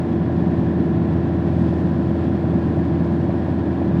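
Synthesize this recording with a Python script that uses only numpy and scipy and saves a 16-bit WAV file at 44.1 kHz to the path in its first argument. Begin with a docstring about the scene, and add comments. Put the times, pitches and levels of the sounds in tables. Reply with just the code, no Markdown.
"""A steady engine drone over rumbling, hissing air, inside a small plane cruising low over a river.
The four-stroke piston engine and its propeller sound multiples of the cycle rate, with one hard knock
per cycle; every firing adds a puff of exhaust rasp and a valve tap. The slipstream buffets the cabin
and rushes past the windows. Thin panels ring, gusts thump, and a loose part ticks faintly."""
import sys
import numpy as np
from scipy import signal
from scipy.fft import rfft, irfft
from scipy.io import wavfile
from scipy.ndimage import uniform_filter1d

SR = 44100
rng = np.random.default_rng(int(sys.argv[2]) if len(sys.argv) > 2 else 0)


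def waveform_to_disk(signal):
    """Save audio, clipped to [-1, 1], as 16-bit WAV at the path in sys.argv[1]."""
    frames = np.transpose(np.atleast_2d(signal))
    scaled = np.clip(frames, -1, 1) * 32767
    samples = np.round(scaled).astype(np.int16)
    wavfile.write(sys.argv[1], SR, samples)


N = 176400
T = np.arange(N) / SR
FREQS_HZ = np.fft.rfftfreq(N, 1 / SR)


def gain_of(db):
    """Decibels to gain."""
    return 10 ** (np.asarray(db) / 20)


def unit_rms(x):
    """Scales to rms 1."""
    return x / np.sqrt(np.mean(abs(x) ** 2) + 1e-20)


def value_at(points, hz):
    """Interpolates on a log-frequency axis."""
    f, value = np.transpose(points)
    return np.interp(np.log(hz + 1), np.log(f + 1), value)


def coloured(x, spectrum):
    """Filters by a dB curve, then scales to rms 1."""
    return unit_rms(irfft(rfft(x) * gain_of(value_at(spectrum, FREQS_HZ)), N))


def drift(rate_hz):
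    """Random wander of rms 1, with little above the rate."""
    size = 2048
    hz = np.fft.rfftfreq(size, N / SR / size)
    slow = irfft(rfft(rng.standard_normal(size)) / (1 + (hz / rate_hz) ** 2), size)
    return np.interp(T, np.linspace(0, N / SR, size), unit_rms(slow))


def swell(points):
    """A dB curve over time as a gain per sample."""
    return gain_of(np.interp(T, *np.transpose(points)))


def burst(dt, hz, width_s, phase=0):
    """A tone under a Gaussian envelope centred on dt = 0."""
    return np.exp(-(dt / width_s) ** 2) * np.cos(2 * np.pi * hz * dt + phase)


# strong engine and propeller tones (multiple [x cycle rate], level [dB])
ENGINE_TONES = [(4, -28.0), (5, -39.9), (6, -38.3), (7, -43.0), (8, -29.1), (9, -35.8), (10, -43.0),
                (11, -40.4), (12, -40.0), (13, -37.4), (14, -35.0), (15, -41.4), (16, -27.5), (17, -40.3),
                (18, -42.5), (20, -45.5), (23, -54.0), (24, -48.9), (26, -54.1), (27, -43.6), (28, -49.5),
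                (29, -46.0), (30, -53.3), (31, -45.7), (32, -48.9), (33, -55.5), (34, -52.8), (35, -48.1),
                (36, -45.3), (37, -53.7), (39, -56.0), (40, -53.6), (44, -54.4), (47, -49.1), (49, -51.5),
                (52, -60), (53, -62), (54, -57.3), (61, -63.9), (64, -59.7), (68, -62), (78, -59.7),
                (79, -61.5), (81, -59.0), (85, -59.5)]
# buzz of the other multiples (frequency [Hz], level per tone [dB])
BUZZ_SPECTRUM = [(60, -58), (440, -58.5), (800, -61), (900, -64.5), (1080, -62.5), (1250, -75.5),
                 (1480, -68), (1720, -73.5), (1950, -70.5), (2150, -82.5), (2500, -78.5), (3400, -84.5)]
# pull of the tones' phases into beats (frequency [Hz], share [0-1])
BEAT_SHARE = [(430, 0), (520, .5), (800, .5), (950, 0)]
# light beats (lag after the hard beat [cycles], strength [0-1])
LIGHT_BEATS = [(.25, .35), (.4, .5), (.67, .4), (.76, .45)]
# firing hum, multiple 4 (time [s], gain [dB])
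HUM_SWELL = [(0, -2), (.45, -1), (.7, -2.5), (1.1, -0.5), (1.6, 2.3), (1.95, -0.5), (2.3, 0.5), (2.9, 1.2),
             (3.25, -1), (3.55, 0.5), (4, 0)]
# its octave, multiple 8 (time [s], gain [dB])
OCTAVE_SWELL = [(0, -8.5), (.2, 2.5), (.5, 4.5), (1.1, 4.5), (1.35, -2), (1.85, 4.5), (2.3, 0), (3, 2.5),
                (3.3, -7), (4, 1)]
KNOCK_AT_CYCLES = .3


def drone(cycles, cycle_hz):
    """Engine and propeller harmonics, partly aligned into one hard and four light beats per cycle."""
    jitter_s, buzz_scatter_db, waver_depth = .00003, 1.5, .088
    uneven_running = jitter_s * cycle_hz * drift(rate_hz=40)
    angle = 2 * np.pi * (cycles + uneven_running - KNOCK_AT_CYCLES)
    strong_db = dict(ENGINE_TONES)
    swells = {4: swell(HUM_SWELL), 8: swell(OCTAVE_SWELL)}
    tones = np.zeros(N)
    for k in range(3, 160):
        real, imag, scatter = rng.standard_normal(3)
        buzz_db = value_at(BUZZ_SPECTRUM, k * cycle_hz) + buzz_scatter_db * scatter
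        share = value_at(BEAT_SHARE, k * cycle_hz)
        beats = 1 + sum(size * np.exp(-2j * np.pi * k * lag) for lag, size in LIGHT_BEATS)
        phase = np.angle(share * beats + (1 - share) * (real + 1j * imag))
        waver = 1 + waver_depth * drift(rate_hz=4.5)
        level = gain_of(strong_db.get(k, buzz_db)) * swells.get(k, waver)
        tones += level * np.cos(k * angle + phase)
    return np.sqrt(2) * tones


# slipstream turbulence (frequency [Hz], relative density [dB])
BUFFET_SPECTRUM = [(20, -42.5), (45, -36), (70, -20.5), (90, -7.5), (120, -3.5), (170, -1.5), (250, -4.5),
                   (320, -9), (390, -13.5), (470, -21), (600, -26.5), (1000, -36), (2000, -66),
                   (16000, -110)]
# its filter after compression (frequency [Hz], gain [dB])
BUFFET_EQ = [(30, -3), (55, -1.5), (78, -3.5), (98, -1.5), (125, 0.7), (175, 0.15), (260, 1), (340, -1.3),
             (450, 1), (900, -3)]
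# buffeting strength (time [s], level [dB])
BUFFET_LEVEL = [(0, -23.5), (.5, -19.5), (1.3, -21.5), (2, -21), (3, -21), (3.5, -21.5), (4, -21)]


def buffet(cycles):
    """Low, fairly even turbulence on the cabin, throbbing with each shaft turn."""
    throb_depth, compression = .087, .2
    turns = 2 * cycles
    throb = 1 + throb_depth * np.cos(2 * np.pi * turns)
    air = coloured(rng.standard_normal(N), BUFFET_SPECTRUM)
    power = uniform_filter1d(air ** 2, size=1300)
    compressed = air / power ** (compression / 2)
    return swell(BUFFET_LEVEL) * coloured(throb * compressed, BUFFET_EQ)


# air at the windows (frequency [Hz], relative density [dB])
RUSH_SPECTRUM = [(100, -22), (400, -4.5), (600, -1), (780, -3.5), (1030, -7.5), (1250, -12), (1500, -11),
                 (1780, -12.5), (2100, -18), (2500, -19.5), (2900, -23.5), (3400, -23), (4800, -30.5),
                 (6300, -39), (8300, -44.5), (10000, -49), (13000, -54.5), (15500, -63.5)]
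# treble hiss; panels and valves follow it (time [s], gain [dB])
HISS_SWELL = [(0, -0.6), (1.4, -1), (1.62, 3), (1.83, 2), (1.97, -0.5), (2.2, 0.3), (2.5, -.5), (3.15, 0.5),
              (3.55, -0.5), (4, -1)]


def window_rush():
    """Air flutters past the windows; its treble swells now and then."""
    level_db, flutter_db = -39, .76
    air = coloured(rng.standard_normal(N), RUSH_SPECTRUM)
    air *= gain_of(flutter_db * drift(rate_hz=25))
    hiss = signal.sosfiltfilt(signal.butter(2, 4000, "high", fs=SR, output="sos"), air)
    return gain_of(level_db) * (air + hiss * (swell(HISS_SWELL) - 1))


# panel resonances (frequency [Hz], level before the swell [dB])
PANEL_MODES = [(1650, -58.5), (1705, -62), (1785, -61), (1850, -61), (2220, -68), (3400, -70.5)]


def panel_ring():
    """Thin cabin panels, shaken by the engine, ring in narrow noise bands."""
    width_hz = 39
    ring = np.zeros(N)
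    for hz, db in PANEL_MODES:
        resonance = 1 / (1 + (2 * (FREQS_HZ - hz) / width_hz) ** 2)
        band = irfft(rfft(rng.standard_normal(N)) * resonance, N)
        ring += gain_of(db) * unit_rms(band)
    return swell(HISS_SWELL) * ring


# exhaust noise (frequency [Hz], relative density [dB])
EXHAUST_SPECTRUM = [(200, -13), (600, 2), (1000, 3.5), (1250, -12), (1750, -12.5), (2200, -21.5),
                    (3500, -22), (6000, -39), (15500, -70.5)]
# cylinders in firing order (relative level [dB])
CYLINDER_DB = [-2, -1, 0, -1]


def exhaust_rasp(cycles):
    """Each firing releases a decaying puff of noise, no two equally strong."""
    level_db, scatter_db = -47, .4
    first_at_cycles, decay_cycles = .14, .06
    count = len(CYLINDER_DB)
    firing, age = np.divmod((cycles - first_at_cycles) * count, 1)
    firing = firing.astype(int)
    db = np.array(CYLINDER_DB)[firing % count] - scatter_db * rng.standard_normal(1000)[firing]
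    puffs = gain_of(db) * np.exp(-age / count / decay_cycles)
    return gain_of(level_db) * coloured(puffs * rng.standard_normal(N), EXHAUST_SPECTRUM)


# valve ring (frequency [Hz], relative density [dB])
VALVE_SPECTRUM = [(2000, -19), (4500, 2), (7200, -3.5), (8400, 2), (9400, -9.5), (12000, -16), (15500, -29)]
# taps in firing order (relative level [dB])
VALVE_DB = [2, 0, -.5, .5]


def valve_clatter(cycles):
    """The valves give four thin, bright taps per cycle."""
    level_db, scatter_db = -78, 2
    first_at_cycles, width_cycles = .16, .04
    count = len(VALVE_DB)
    tap, place = np.divmod((cycles - first_at_cycles) * count + .5, 1)
    tap = tap.astype(int)
    db = np.array(VALVE_DB)[tap % count] + scatter_db * rng.standard_normal(1000)[tap]
    envelope = gain_of(db) * np.exp(-((place - .5) / count / width_cycles) ** 2)
    taps = coloured(envelope * rng.standard_normal(N), VALVE_SPECTRUM)
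    return gain_of(level_db) * swell(HISS_SWELL) * taps


# cycles that knock hardest (time [s], peak level [dB])
HARD_KNOCKS = [(.298, -22.5), (.441, -29), (1.154, -33), (1.3, -25.5), (1.536, -27), (1.727, -25),
               (2.441, -28), (2.773, -24.5), (3.296, -24), (3.817, -21), (3.911, -29)]


def engine_knock(cycles, cycle_hz):
    """A burst on each hard beat, random in strength and phase; a few bang harder."""
    typical_db = -33
    cycle, place = np.divmod(cycles - KNOCK_AT_CYCLES + .5, 1)
    cycle = cycle.astype(int)
    dt = (place - .5) / cycle_hz
    real, imag = rng.standard_normal((cycle[-1] + 1, 2)).T
    phasors = gain_of(typical_db) * unit_rms(real + 1j * imag)
    for at_s, db in HARD_KNOCKS:
        phasors[cycle[round(at_s * SR)]] = gain_of(db)
    return abs(phasors)[cycle] * burst(dt, hz=666, width_s=.002, phase=np.angle(phasors)[cycle])


# gusts (time [s], peak level [dB])
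GUSTS = [(0.117, -13.5), (0.447, -13), (1.021, -15), (1.927, -17), (2.197, -12.5), (2.562, -13),
         (2.836, -19), (3.025, -12.5), (3.293, -17)]


def gust_thumps():
    """Each gust hits the cabin with a short, low thump."""
    return sum(gain_of(db) * burst(T - at_s, hz=188.5, width_s=.0082) for at_s, db in GUSTS)


# ticks of the loose part (time [s], level [dB])
TICKS = [(1.589, -67), (1.767, -68), (1.815, -68), (2.193, -68), (2.766, -67), (3.062, -68), (3.145, -65),
         (3.444, -65)]
# their colour (frequency [Hz], relative density [dB])
TICK_SPECTRUM = [(3000, -20), (6000, -0.5), (8500, 2), (12000, -7), (15500, -16.5)]


def cabin_ticks():
    """A loose cabin part ticks now and then: bright, fast-decaying noise."""
    decay_s = .004
    envelope = sum(gain_of(db) * (T >= at_s) * np.exp(-abs(T - at_s) / decay_s) for at_s, db in TICKS)
    return envelope * coloured(rng.standard_normal(N), TICK_SPECTRUM)


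# engine speed; a cycle is two turns, four firings (time [s], cycle rate [Hz])
ENGINE_SPEED = [(0, 21.02), (0.4, 21.009), (0.9, 21.008), (1.4, 20.998), (1.9, 20.981), (2.4, 21.028),
                (2.8, 21.066), (3.2, 21.105), (3.6, 21.09), (4, 21.064)]


def scene():
    """Mono mix; one shaft times the drone, knock, exhaust, valves and buffet throb."""
    times_s, rates_hz = np.transpose(ENGINE_SPEED)
    cycles = np.cumsum(np.interp(T, times_s, rates_hz)) / SR
    cycle_hz = np.mean(rates_hz)
    engine = drone(cycles, cycle_hz) + engine_knock(cycles, cycle_hz)
    engine += exhaust_rasp(cycles) + valve_clatter(cycles)
    slipstream = buffet(cycles) + window_rush() + gust_thumps()
    cabin = panel_ring() + cabin_ticks()
    return (engine + slipstream + cabin)[None]


def record(dry):
    """Steep low-pass on the top treble."""
    cutoff_hz = 15700
    lowpass = signal.firwin(511, cutoff_hz, window=("kaiser", 9), fs=SR)
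    return signal.oaconvolve(dry, lowpass[None], "same")


dry = scene()
out = record(dry)
waveform_to_disk(out)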